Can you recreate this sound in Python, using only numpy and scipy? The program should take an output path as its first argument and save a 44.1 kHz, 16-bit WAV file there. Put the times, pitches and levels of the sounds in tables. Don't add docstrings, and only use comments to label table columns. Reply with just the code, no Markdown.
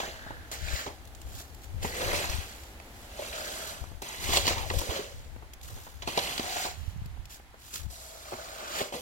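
import sys
import numpy as np
from scipy import signal
from scipy.fft import rfft, irfft
from scipy.io import wavfile
from scipy.ndimage import uniform_filter1d, map_coordinates

SR = 44100
rng = np.random.default_rng(int(sys.argv[2]) if len(sys.argv) > 2 else 0)


def int16_out(signal):
    q = np.round(np.clip(np.atleast_2d(signal).T, -1, 1) * 32767)
    wavfile.write(sys.argv[1], SR, q.astype(np.int16))


N = 397341
T = np.arange(N) / SR
CONTROL_T = np.arange(0, N / SR, 1 / 1000)

# [f/Hz, level/dB]
GRIND_SPECTRUM = [(60, -27), (200, -4), (400, -4.5), (950, -13), (1450, 1), (2100, 6), (3200, 1), (4300, 3),
                  (5500, -0.5), (7200, 1.5), (9200, -17.5), (12000, -23), (16000, -6)]
# [f/Hz, level/dB]
DRONE_SPECTRUM = [(80, -32), (160, -1), (270, -8.5), (420, -7), (700, 7.5), (980, -17.5), (1400, -8),
                  (4000, -25.5)]
# [f/Hz, level/dB]
FIZZ_SPECTRUM = [(1000, -43), (4000, -2), (7500, -2), (9400, -6.5), (11500, -8.5), (13500, -8.5),
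                 (16000, -14.5)]
# [f/Hz, level/dB, t60/s]
SCOOP_MODES = [(152, -2, 0.027), (230, -1.5, 0.023), (390, 0.5, 0.043), (468, -6, 0.076),
               (578, -1.5, 0.062), (690, 5, 0.029), (783, 0.5, 0.04), (958, 2, 0.041), (1110, -4, 0.02)]
RATTLE_SPREAD_DB = 1


def scraping(grind_db=-1, body_db=-7, fizz_db=-1, pack_db=-1, scoop_db=-2, judder_db=0.5, note_drift=0.013):
    (bite, stone, push, crush, pack), note, edge_note = shoves()
    slip = unit(amp(judder_db * waver(per_s=7.5)))
    crush_judder = unit(amp(judder_db * waver(per_s=13)))

    grind = through(bite * slip * grains(per_s=7000, spread_db=3), colour(GRIND_SPECTRUM))
    sing = stone * slip * singing(edge_note)
    fizz = through(crush * crush_judder * grains(per_s=6600, spread_db=1), colour(FIZZ_SPECTRUM))

    shake = slip * grains(per_s=1500, spread_db=RATTLE_SPREAD_DB)
    drifting_note = note * (1 + note_drift * waver(per_s=25))
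    bare = np.tanh(stone / (push + 1e-9)) ** 2
    hollow = push * hollow_note(shake, drifting_note, bare)
    body_drive = push * slip * grains(per_s=900, spread_db=RATTLE_SPREAD_DB)
    body = through(body_drive, colour(DRONE_SPECTRUM))
    scoop_drive = stone * slip * grains(per_s=900, spread_db=2 * RATTLE_SPREAD_DB)
    scoop = through(scoop_drive, ring(SCOOP_MODES))

    rasp = amp(grind_db) * grind + sing + amp(fizz_db) * fizz + grit(np.hypot(bite, stone))
    blade = hollow + amp(body_db) * body + amp(scoop_db) * scoop
    return rasp + blade + amp(pack_db) * pack * creaking()


# [full pressure t/s, rise/s, hold/s, release/s, grit level/dB, bare-stone level/dB, drone level/dB,
#  fizz level/dB, creak level/dB, hollow note f/Hz, edge note f/Hz]
SHOVES = [(0.005, 0.078, 0.021, 0.48, -43.5, -47.5, -46.5, -54, -45, 644, 2670),
          (0.22, 0.22, 0.053, 1, -65, -68, -61, -76, -48.5, 655, 2700),
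          (0.516, 0.0029, 0.022, 0.16, -43, -48, -48, -44.5, -50, 660, 2040),
          (0.755, 0.39, 0.038, 0.3, -39.5, -50, -47, -47.5, -42.5, 627, 2860),
          (1.831, 0.034, 0.022, 0.34, -46, -46, -44, -45, -61, 440, 1950),
          (2.03, 0.35, 0.13, 0.23, -44.5, -38.5, -39.5, -44.5, -43.5, 535, 2150),
          (2.146, 0.057, 0.077, 0.49, -40.5, -41.5, -45.5, -44.5, -49, 680, 2440),
          (2.306, 0.21, 0.047, 0.59, -48.5, -44.5, -55, -47.5, -52, 717, 2520),
          (3.234, 0.31, 0.046, 0.38, -51, -48.5, -50.5, -49, -56, 620, 2810),
          (3.358, 0.14, 0.12, 0.64, -45, -59, -44.5, -48.5, -47, 620, 2530),
          (3.548, 0.21, 0.15, 0.5, -52.5, -49.5, -51, -47, -49, 683, 3100),
          (4.019, 0.0058, 0.31, 0.26, -57, -48, -54.5, -50.5, -79, 880, 2550),
          (4.225, 0.066, 0.065, 0.11, -55, -43, -56, -44, -73, 804, 2050),
          (4.343, 0.14, 0.021, 0.31, -32, -32.5, -49, -35, -59, 630, 3300),
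          (4.483, 0.093, 0.0072, 0.27, -32, -35.5, -40, -47, -58, 707, 2770),
          (4.564, 0.034, 0.058, 0.16, -52, -45, -40.5, -52, -72, 895, 2870),
          (4.777, 0.41, 0.047, 0.81, -43, -52, -42, -45, -57, 535, 3160),
          (4.916, 0.11, 0.058, 0.32, -42.5, -44.5, -42, -63, -47, 566, 2850),
          (6.082, 0.055, 0.033, 0.26, -58, -43, -53, -49, -64, 580, 3080),
          (6.175, 0.11, 0.093, 1, -52, -40, -48, -44.5, -55, 670, 2800),
          (6.591, 0.58, 0.064, 0.22, -36.5, -55, -41, -43.5, -47, 728, 2750),
          (7.906, 0.03, 0.2, 1, -59.5, -67, -57, -51.5, -63, 659, 3260),
          (8.305, 0.43, 0.26, 0.39, -50.5, -70, -48.5, -54, -51.5, 642, 2600),
          (8.605, 0.2, 0.11, .3, -51.5, -54, -48.5, -57, -46.5, 624, 2600),
          (8.787, 0.28, 0.017, 0.25, -39, -43, -40.5, -42.5, -42, 594, 2630),
          (8.927, 0.013, 0.035, 0.44, -51.5, -48.5, -44.5, -48, -67, 500, 2240)]


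def shoves():
    pressure = np.array([swell(*row[:4]) for row in SHOVES])
    *_, grit_db, stone_db, drone_db, fizz_db, pack_db, hollow_hz, edge_hz = np.transpose(SHOVES)
    gains = [overlap(pressure, db) for db in (grit_db, stone_db, drone_db, fizz_db, pack_db)]
    hollow_track = leading(pressure, drone_db, hollow_hz)
    edge_track = leading(pressure, stone_db, edge_hz)
    return gains, hollow_track, edge_track


# [f/Hz, level/dB, t60/s]
EDGE_MODES = [(2047, 12.5, 0.024), (2220, 7, 0.021), (2444, 7, 0.026), (2592, 6, 0.038), (2770, 8, 0.014),
              (2990, 7.5, 0.034), (3298, 5.5, 0.038), (3890, 8, 0.025), (4250, 6, 0.035), (4660, 4, 0.024),
              (6020, 5, 0.018), (6900, -12, 0.029)]
EDGE_FLEX = 0.012
EDGE_SHIFT_DB = 1.8
EDGE_FOCUS_DB = 4.5


def singing(edge_note, rasp_db=-8, rasp_width_hz=900, edge_low_hz=1750):
    drive, modes = grains(per_s=2100, spread_db=1), np.zeros(N)
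    for hz, db, t60 in EDGE_MODES:
        focus_db = -EDGE_FOCUS_DB * abs(np.log2(hz / edge_note))
        level_db = db + EDGE_SHIFT_DB * waver(per_s=3.8) + focus_db
        modes += amp(level_db) * through(drive, ring([(hz, 0, t60)]))
    read_at = np.cumsum(1 + EDGE_FLEX * waver(per_s=4))
    bent = map_coordinates(modes, [read_at], order=2, mode="mirror")
    sing = unit(bent) + amp(rasp_db) * resonate(drive, edge_note, rasp_width_hz)
    high_pass = signal.butter(4, edge_low_hz, "highpass", fs=SR, output="sos")
    return unit(signal.sosfilt(high_pass, sing))


def hollow_note(shake, note, bare, narrow_hz=75, wide_hz=330, overtone_db=-13):
    overtone = resonate(shake, 2 * note, 2 * narrow_hz)
    clear = resonate(shake, note, narrow_hz) + amp(overtone_db) * overtone
    blurred = resonate(shake, note, wide_hz)
    return np.sqrt(1 - bare) * clear + np.sqrt(bare) * blurred


GRIT_HZ, GRIT_CYCLES = (900, 9000), 3


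def grit(force, grit_db=-9, pops_per_s=260, clump_db=2.5, count=20):
    t, clumps = T[:400], unit(amp(clump_db * waver(per_s=33)))
    out = np.zeros(N)
    for hz in np.geomspace(*GRIT_HZ, count) * rng.uniform(0.95, 1.05, count):
        decay = np.exp(-hz * t / GRIT_CYCLES)
        pop = np.sin(2 * np.pi * hz * t) * decay * hz * amp(read(GRIND_SPECTRUM, hz))
        out += through(grains(per_s=pops_per_s / count, spread_db=3), pop)
    return amp(grit_db) * force * clumps * unit(out)


# [t/s, f/Hz]
CREAK_NOTE = [(0, 1750), (0.45, 1620), (0.85, 1700), (1.95, 1900), (2.35, 1490), (6.6, 1450), (8.4, 1280)]
# [f/Hz, level/dB]
PACKING_SPECTRUM = [(300, -28), (800, -7.5), (1280, -0.5), (1650, 2), (2100, -13), (4000, -9), (9000, -40)]


def creaking(creak_db=-1.5, broad_db=-5, creak_width_hz=260):
    slips = grains(per_s=1600, spread_db=-0.5)
    creak = resonate(slips, np.interp(T, *np.transpose(CREAK_NOTE)), creak_width_hz)
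    broad = through(grains(per_s=900, spread_db=1.5), colour(PACKING_SPECTRUM))
    return amp(creak_db) * creak + amp(broad_db) * broad


# [t/s, crack level/dB, knock level/dB, knock centre f/Hz, crack centre f/Hz, chatter decay/s]
KNOCKS = [(0.0014, -32.5, -25.5, 724, 2960, 0.0031), (0.0306, -47, -32.5, 780, 3000, 0.0074),
          (0.0775, -52, -35, 570, 3000, 0.0037), (0.8622, -40.5, -34, 560, 2980, 0.022),
          (1.8283, -36, -39, 500, 3500, 0.0058), (1.846, -32, -27, 250, 2060, 0.005),
          (2.1315, -42, -28, 495, 3000, 0.0049), (2.2417, -28.5, -32, 947, 2070, 0.0034),
          (2.8, -43, -43, 483, 2690, 0.0012), (3.328, -36.5, -54, 842, 2550, 0.054),
          (4.02, -45, -33, 370, 3500, 0.0073), (4.2891, -49, -28.5, 398, 3000, 0.01),
          (4.3331, -33, -26, 966, 3000, 0.0048), (4.3619, -25, -27, 781, 4500, 0.004),
          (4.3712, -15, -19.5, 700, 3180, 0.0011), (4.4537, -30, -30, 695, 4000, 0.008),
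          (4.468, -21, -30, 700, 4200, 0.0014), (4.4786, -17.5, -22.5, 466, 3240, 0.00047),
          (4.508, -39, -26, 900, 2720, 0.0062), (4.581, -31, -35, 1000, 3000, 0.0021),
          (4.7009, -26, -31, 900, 2300, 0.0016), (4.7085, -48, -26.5, 880, 2500, 0.0012),
          (4.789, -38, -39, 514, 3400, 0.0081), (4.893, -41, -34, 420, 3000, 0.0045),
          (4.9076, -33, -38, 487, 3200, .002), (4.9626, -38, -35, 500, 2800, 0.0034),
          (6.0216, -34.5, -41.5, 960, 2960, 0.013), (6.0744, -30, -27, 970, 3260, 0.0076),
          (6.0869, -34, -30, 300, 3000, 0.0021), (6.1753, -22.5, -19.5, 475, 3070, 0.0037),
          (6.1898, -23, -37, 673, 2980, 0.0023), (6.3791, -25, -35, 676, 3300, 0.0022),
          (6.395, -29, -26.5, 240, 3000, 0.003), (6.6512, -46, -31, 790, 2800, 0.0092),
          (8.3205, -54, -31.5, 490, 2000, 0.0095), (8.3334, -44, -34, 248, 2000, 0.006),
          (8.8057, -34, -28, 450, 2010, 0.0075), (8.815, -33, -30, 170, 2500, 0.0041),
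          (8.9239, -45, -32, 640, 3480, 0.0034), (8.938, -38, -32.5, 323, 3500, 0.015)]
CRACK_DB = -3


def knocks(knock_db=-1, falloff_db=6, flex_hz=1130):
    out = np.zeros(N)
    flex = signal.butter(6, flex_hz, fs=SR, output="sos")
    for s, edge_db, blade_db, knock_hz, crack_hz, chatter in KNOCKS:
        blow = burst(chatter)
        crack = through(blow, edge_response(crack_hz))
        nearest = ring(favour(SCOOP_MODES, knock_hz, falloff_db))
        knock = through(signal.sosfilt(flex, blow), nearest)
        add(out, s, at_peak(crack, edge_db + CRACK_DB) + at_peak(knock, blade_db + knock_db))
    return out


def edge_response(centre_hz, ring_db=-2, falloff_db=4, open_hz=3200, muffle_power=3.7):
    falloff = falloff_db * max(open_hz / centre_hz, 1) ** muffle_power
    response = amp(ring_db) * ring(favour(EDGE_MODES, centre_hz, 2 * falloff))
    add(response, 0, colour(favour(GRIND_SPECTRUM, centre_hz, falloff)))
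    return response / np.linalg.norm(response)


# [t/s, level/dB, f/Hz, chatter decay/s]
BUMPS = [(2.1313, -24.5, 507, 0.0027), (3.1913, -31, 593, 0.0063), (3.221, -35, 602, 0.0087),
         (4.737, -31, 524, 0.0088), (4.815, -28.5, 505, 0.0038), (4.917, -30.5, 456, 0.0047),
         (4.991, -32.5, 412, 0.0033), (8.385, -41, 650, 0.02)]
BUMP_T60_S = 0.056


def bumps(level_db=-1):
    out = np.zeros(N)
    for s, db, hz, chatter in BUMPS:
        bump = through(burst(chatter, snap=11), ring([(hz, 0, BUMP_T60_S)]))
        add(out, s, at_peak(bump, db + level_db))
    return out


# [f/Hz, level/dB]
SNOW_SPECTRUM = [(150, 0), (500, -2), (1200, -13.5), (2500, 0.5), (4500, 1.5), (7300, 2.5), (9400, -5),
                 (11500, -4), (16000, -4)]
# [t/s, level/dB, decay/s]
CRUNCHES = [(0.515, -34.5, 0.0016), (1.052, -50, .002), (1.074, -48, .002), (1.1494, -45.5, 0.00093),
            (1.216, -43.5, .002), (1.5465, -47.5, .0015), (1.618, -51, .002), (2.635, -47, 0.00087),
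            (3.673, -38, 0.0046), (4.02, -38, .003), (4.787, -29, 0.0044), (5.535, -41, 0.0024),
            (5.613, -48, .002), (6.614, -35, .004), (7.0587, -47, 0.001), (7.2553, -43, .0012),
            (7.7399, -35, 0.0036), (7.757, -32.5, 0.003)]


def loose_snow(crunch_db=-2, clump_db=2, plop_db=-9, tick_db=-8):
    crumb, flow = colour(SNOW_SPECTRUM), spills()
    clumps = unit(amp(clump_db * waver(per_s=4)))
    patter = through(flow * clumps * grains(per_s=5800, spread_db=5), crumb)
    ticks = through(flow * grains(per_s=100, spread_db=-1), crumb + colour(PACKING_SPECTRUM))
    plops = through(flow * grains(per_s=35, spread_db=2), colour(DRONE_SPECTRUM))
    out = patter + amp(tick_db) * ticks + amp(plop_db) * plops
    crust = crumb + 0.21 * colour(GRIND_SPECTRUM)
    for s, db, decay in CRUNCHES:
        add(out, s, at_peak(through(burst(decay), crust), db + crunch_db))
    return out


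# [thickest t/s, rise/s, hold/s, release/s, level/dB]
SPILLS = [(1.386, 0.44, 0.02, 0.2, -50.5), (1.476, .05, 0.63, 0.12, -67), (1.634, 0.021, .01, 0.086, -53),
          (2.464, 0.14, 0.13, 0.42, -54.5), (3.01, 0.37, 0.042, 0.21, -54.5), (5.627, .005, 0.035, .1, -56),
          (5.68, 0.1, 0.058, 1, -52.5), (6.773, 0.068, 0.13, 0.2, -62), (7.307, 0.039, 0.041, 0.16, -53),
          (7.664, 0.15, .06, 0.63, -53), (7.738, 0.029, 0.023, 0.2, -42.5)]


def spills():
    swells = [swell(*shape) for *shape, db in SPILLS]
    return overlap(swells, [db for *shape, db in SPILLS])


# [t/s, level/dB, decay/s]
TAPS = [(0.265, -37.5, 0.0099), (0.3064, -30.5, 0.003), (3.8398, -38, 0.0013), (3.917, -43, 0.0014),
        (5.363, -39, 0.0013), (5.424, -43, 0.012), (5.70, -48, .025), (5.765, -47.5, 0.024),
        (5.867, -42, 0.0078), (7.171, -47, 0.0024), (7.397, -46, 0.0025), (7.542, -45, .006)]
# [f/Hz, level/dB]
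TAP_SPECTRUM = [(120, 7), (400, 5), (900, 11), (1500, -5.5), (2200, -6), (3500, -22), (8000, -28)]


def taps():
    out, tap = np.zeros(N), colour(TAP_SPECTRUM)
    for s, db, decay in TAPS:
        add(out, s, at_peak(through(burst(decay), tap), db))
    return out


PORT_LAG_MS, LAG_DRIFT_MS = 0.3705, 0.022


def yard(x, level_db=-1):
    lag_ms = PORT_LAG_MS + LAG_DRIFT_MS * waver(per_s=1.5)
    right = map_coordinates(x, [(T - lag_ms / 1000) * SR], order=3)
    direct = np.array([x, right])
    return amp(level_db) * (direct + diffuse(scatter(x) + echoes(x)))


# [f/Hz, level/dB]
SCATTER = [(200, -5), (600, -6), (1500, 0), (4000, -2), (12000, 5)]


def scatter(x, size=256):
    overlap_size = size * 3 // 4
    hz, _, z = signal.stft(x, SR, nperseg=size, noverlap=overlap_size)
    phase = np.exp(2j * np.pi * rng.random((2, *z.shape)))
    scrambled = z * phase * amp(read(SCATTER, hz))[:, None]
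    pair = 2 * signal.istft(scrambled, SR, nperseg=size, noverlap=overlap_size)[1]
    return np.pad(pair, ((0, 0), (size // 2, 0)))[:, :N]


# [f/Hz, t60/s]
YARD_T60 = [(200, .2), (1000, .22), (4000, .18), (14000, .1)]


def echoes(x, walls_db=-13, wall_delay_s=0.0096):
    size = SR // 4
    hz, when, z = signal.stft(rng.standard_normal((2, size)), SR, nperseg=256)
    decay = np.exp(-np.log(1000) * when / read(YARD_T60, hz)[:, None])
    tail = signal.istft(z * decay, SR)[1][:, :size] * (T[:size] > wall_delay_s)
    return amp(walls_db) * np.array([through(x, port / np.linalg.norm(port)) for port in tail])


# [f/Hz, level/dB]
RUMBLE_SPECTRUM = [(12, -23), (25, 6), (40, -9.5), (68, 7), (100, -0.5), (160, -16), (300, -28), (700, -68),
                   (2000, -62)]
# [t/s, left level/dB, right level/dB, f/Hz]
EDDIES = [(0.624, -27.5, -52, 70.6), (0.735, -20, -50, 69), (1.744, -24, -50, 75), (2.059, -30, -38, 78.1),
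          (2.296, -22, -48, 68), (2.344, -24, -45, 70), (2.384, -20, -46, 71.6), (3.814, -24.5, -52, 71),
          (4.288, -28, -30, 70.4), (4.768, -18.5, -36, 80), (4.89, -42, -21.5, 70),
          (6.878, -48, -21.5, 74.4), (6.961, -45, -28.5, 114), (7.018, -26, -51, 97),
          (7.059, -29, -35, 102), (7.194, -47, -25, 58), (7.864, -29.5, -54, 103)]


def wind(left_db=6, right_db=-0.5, eddy_db=-2, lump_db=2):
    rumble = np.zeros((2, N))
    for port, db in zip(rumble, (left_db, right_db)):
        lumps = unit(amp(lump_db * waver(per_s=15)))
        port += amp(db) * through(rng.standard_normal(N) * lumps, colour(RUMBLE_SPECTRUM))
    eddies, t = np.zeros((2, N)), T[:SR // 8]
    for s, *ports_db, hz in EDDIES:
        turns = hz * t
        swing = np.sin(2 * np.pi * turns) * turns * np.exp(-turns / 0.37)
        for port, db in zip(eddies, ports_db):
            add(port, s, at_peak(swing, db + eddy_db))
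    return rumble * gusts() + eddies


# [t/s, level/dB]
BREEZE = [(0, -57), (2.0, -53), (3.3, -69), (5.0, -54), (6.4, -57.5), (7.6, -62), (9.0, -75)]
# [t/s, hold/s, left level/dB, right level/dB]
GUSTS = [(0.35, 0.033, -60, -37), (0.64, 0.083, -38, -52), (1.26, 0.1, -46, -41), (1.767, 0.094, -40, -41),
         (2.082, 0.074, -37.5, -41), (2.315, 0.054, -37.5, -52), (3.817, .16, -45.5, -63),
         (4.285, 0.35, -38.5, -45), (4.723, 0.06, -34.5, -37), (5.167, 0.21, -46.5, -48),
         (5.67, 0.1, -64, -39), (5.952, .12, -50.5, -52), (6.78, 0.45, -61, -36), (6.977, 0.12, -48, -50),
         (7.85, 0.052, -43, -58)]
GUST_RISE_S, GUST_RELEASE_S = 0.17, 0.15


def gusts():
    swells = [swell(s, GUST_RISE_S, hold, GUST_RELEASE_S) for s, hold, *_ in GUSTS]
    *_, left_db, right_db = np.transpose(GUSTS)
    breeze = amp(np.interp(T, *np.transpose(BREEZE)))
    return np.hypot([overlap(swells, left_db), overlap(swells, right_db)], breeze)


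# [f/Hz, level/dB]
TRAFFIC_SPECTRUM = [(60, -2), (150, -7.5), (260, 0.5), (400, -3), (800, -2), (1100, -23), (2500, -21.5)]
# [t/s, level/dB]
TRAFFIC_LEVEL = [(0, -56), (1.2, -56), (2.9, -54), (4.0, -58.5), (9.0, -72)]


def traffic():
    pair = np.array([through(rng.standard_normal(N), colour(TRAFFIC_SPECTRUM)) for _ in range(2)])
    return diffuse(pair) * amp(np.interp(T, *np.transpose(TRAFFIC_LEVEL)))


# [f/Hz, level/dB]
TOWN_SPECTRUM = [(20, -2.5), (60, 12.5), (150, -10), (300, -12), (500, -17.5), (800, -8.5), (1100, -12.5),
                 (2000, -12), (4000, -22.5), (8000, -26.5), (16000, -31)]
# [t/s, level/dB]
TOWN_LEVEL = [(0, -48.5), (1.5, -52), (3.0, -47.5), (4.0, -53), (5.3, -52.5), (7.0, -51.5), (9.0, -56.5)]


def town():
    pair = np.array([through(rng.standard_normal(N), colour(TOWN_SPECTRUM)) for _ in range(2)])
    return diffuse(pair) * amp(np.interp(T, *np.transpose(TOWN_LEVEL)))


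def amp(db):
    return 10 ** (np.asarray(db) / 20)


def unit(x):
    return x / np.sqrt(np.mean(x ** 2) + 1e-20)


def read(points, hz):
    f, value = np.transpose(points)
    return np.interp(np.log(hz + 1), np.log(f + 1), value)


def add(mix, s, sound):
    part = mix[max(round(s * SR), 0):][:len(sound)]
    part += sound[:len(part)]


def through(x, response):
    return signal.oaconvolve(x, response)[:len(x)]


def colour(spectrum, size=8192):
    log_gain = np.log(amp(read(spectrum, abs(np.fft.fftfreq(size, 1 / SR)))))
    response = np.fft.ifft(np.exp(np.conj(signal.hilbert(log_gain)))).real[:size // 2]
    return response / np.linalg.norm(response)


def ring(modes, size=3000):
    t, response = np.arange(size) / SR, np.zeros(size)
    for hz, db, t60 in modes:
        response += amp(db) * np.exp(-np.log(1000) * t / t60) * np.cos(2 * np.pi * hz * t)
    return response / np.linalg.norm(response)


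def favour(rows, centre_hz, falloff_db):
    return [(hz, db - falloff_db * abs(np.log2(hz / centre_hz)), *rest) for hz, db, *rest in rows]


def resonate(x, hz, width):
    turn, r = np.exp(2j * np.pi * np.cumsum(hz) / SR), np.exp(-np.pi * width / SR)
    baseband = signal.lfilter([1], [1, -2 * r, r * r], x * turn.conj())
    return unit((turn * baseband).real)


def waver(per_s, size=10000):
    hz = np.fft.rfftfreq(size, T[-1] / size)
    slow = irfft(rfft(rng.standard_normal(size)) / (1 + (hz / per_s) ** 2), size)
    return np.interp(T, np.linspace(0, T[-1], size), unit(slow))


def grains(per_s, spread_db):
    draw = rng.random(N) * SR / per_s
    sign = 2 * rng.integers(0, 2, N, dtype=np.int8) - 1
    hit, out = draw < 1, np.zeros(N)
    out[hit] = sign[hit] * amp(spread_db * np.minimum(-np.log(draw[hit]), 4))
    return unit(out)


def burst(decay, snap=6, size=3000):
    blow = rng.standard_normal(size) * np.exp(-T[:size] / max(decay, 1e-4))
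    blow[0] += snap
    return blow


def at_peak(x, db, size=220):
    return amp(db) * x / np.sqrt(uniform_filter1d(x ** 2, size).max())


def diffuse(pair, spacing_ms=0.33):
    size = pair.shape[1]
    alike = np.sinc(2 * np.fft.rfftfreq(size, 1 / SR) * spacing_ms / 1000)
    a, b = rfft(pair)
    return irfft([a, alike * a + np.sqrt(1 - alike ** 2) * b], size)


RISE_POWER = 2.68
RELEASE_DB = 41


def swell(s, rise, hold, release):
    climb = np.clip(1 + (CONTROL_T - s) / max(rise, 1e-3), 0, 1) ** RISE_POWER
    return climb * amp(-RELEASE_DB * np.maximum(CONTROL_T - s - hold, 0) / max(release, 1e-3))


def overlap(swells, levels_db):
    return np.interp(T, CONTROL_T, np.sqrt(amp(levels_db) ** 2 @ np.square(swells)))


def leading(swells, levels_db, notes_hz):
    weight = (amp(levels_db)[:, None] * swells) ** 2 + 1e-20
    return np.interp(T, CONTROL_T, notes_hz @ weight / weight.sum(axis=0))


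def scene():
    shovel = scraping() + knocks() + bumps()
    return yard(shovel + loose_snow() + taps()) + wind() + traffic() + town()


# [f/Hz, level/dB]
RIGHT_PORT = [(100, -1), (350, 1.5), (650, -2), (1100, 0.5), (2600, 0), (3300, 4.5), (4400, 4.5),
              (5500, 0.5), (7000, 2.5), (8200, -0.5), (9500, -3), (11300, 4.5), (14500, -3.5)]
CUTOFF_HZ = 15950


def record(dry):
    right = irfft(rfft(dry[1]) * amp(read(RIGHT_PORT, np.fft.rfftfreq(N, 1 / SR))), N)
    low_pass = signal.firwin(801, CUTOFF_HZ, window=("kaiser", 9), fs=SR)
    return signal.oaconvolve(np.array([dry[0], right]), low_pass[None], "same", axes=1)


dry = scene()
out = record(dry)
int16_out(out)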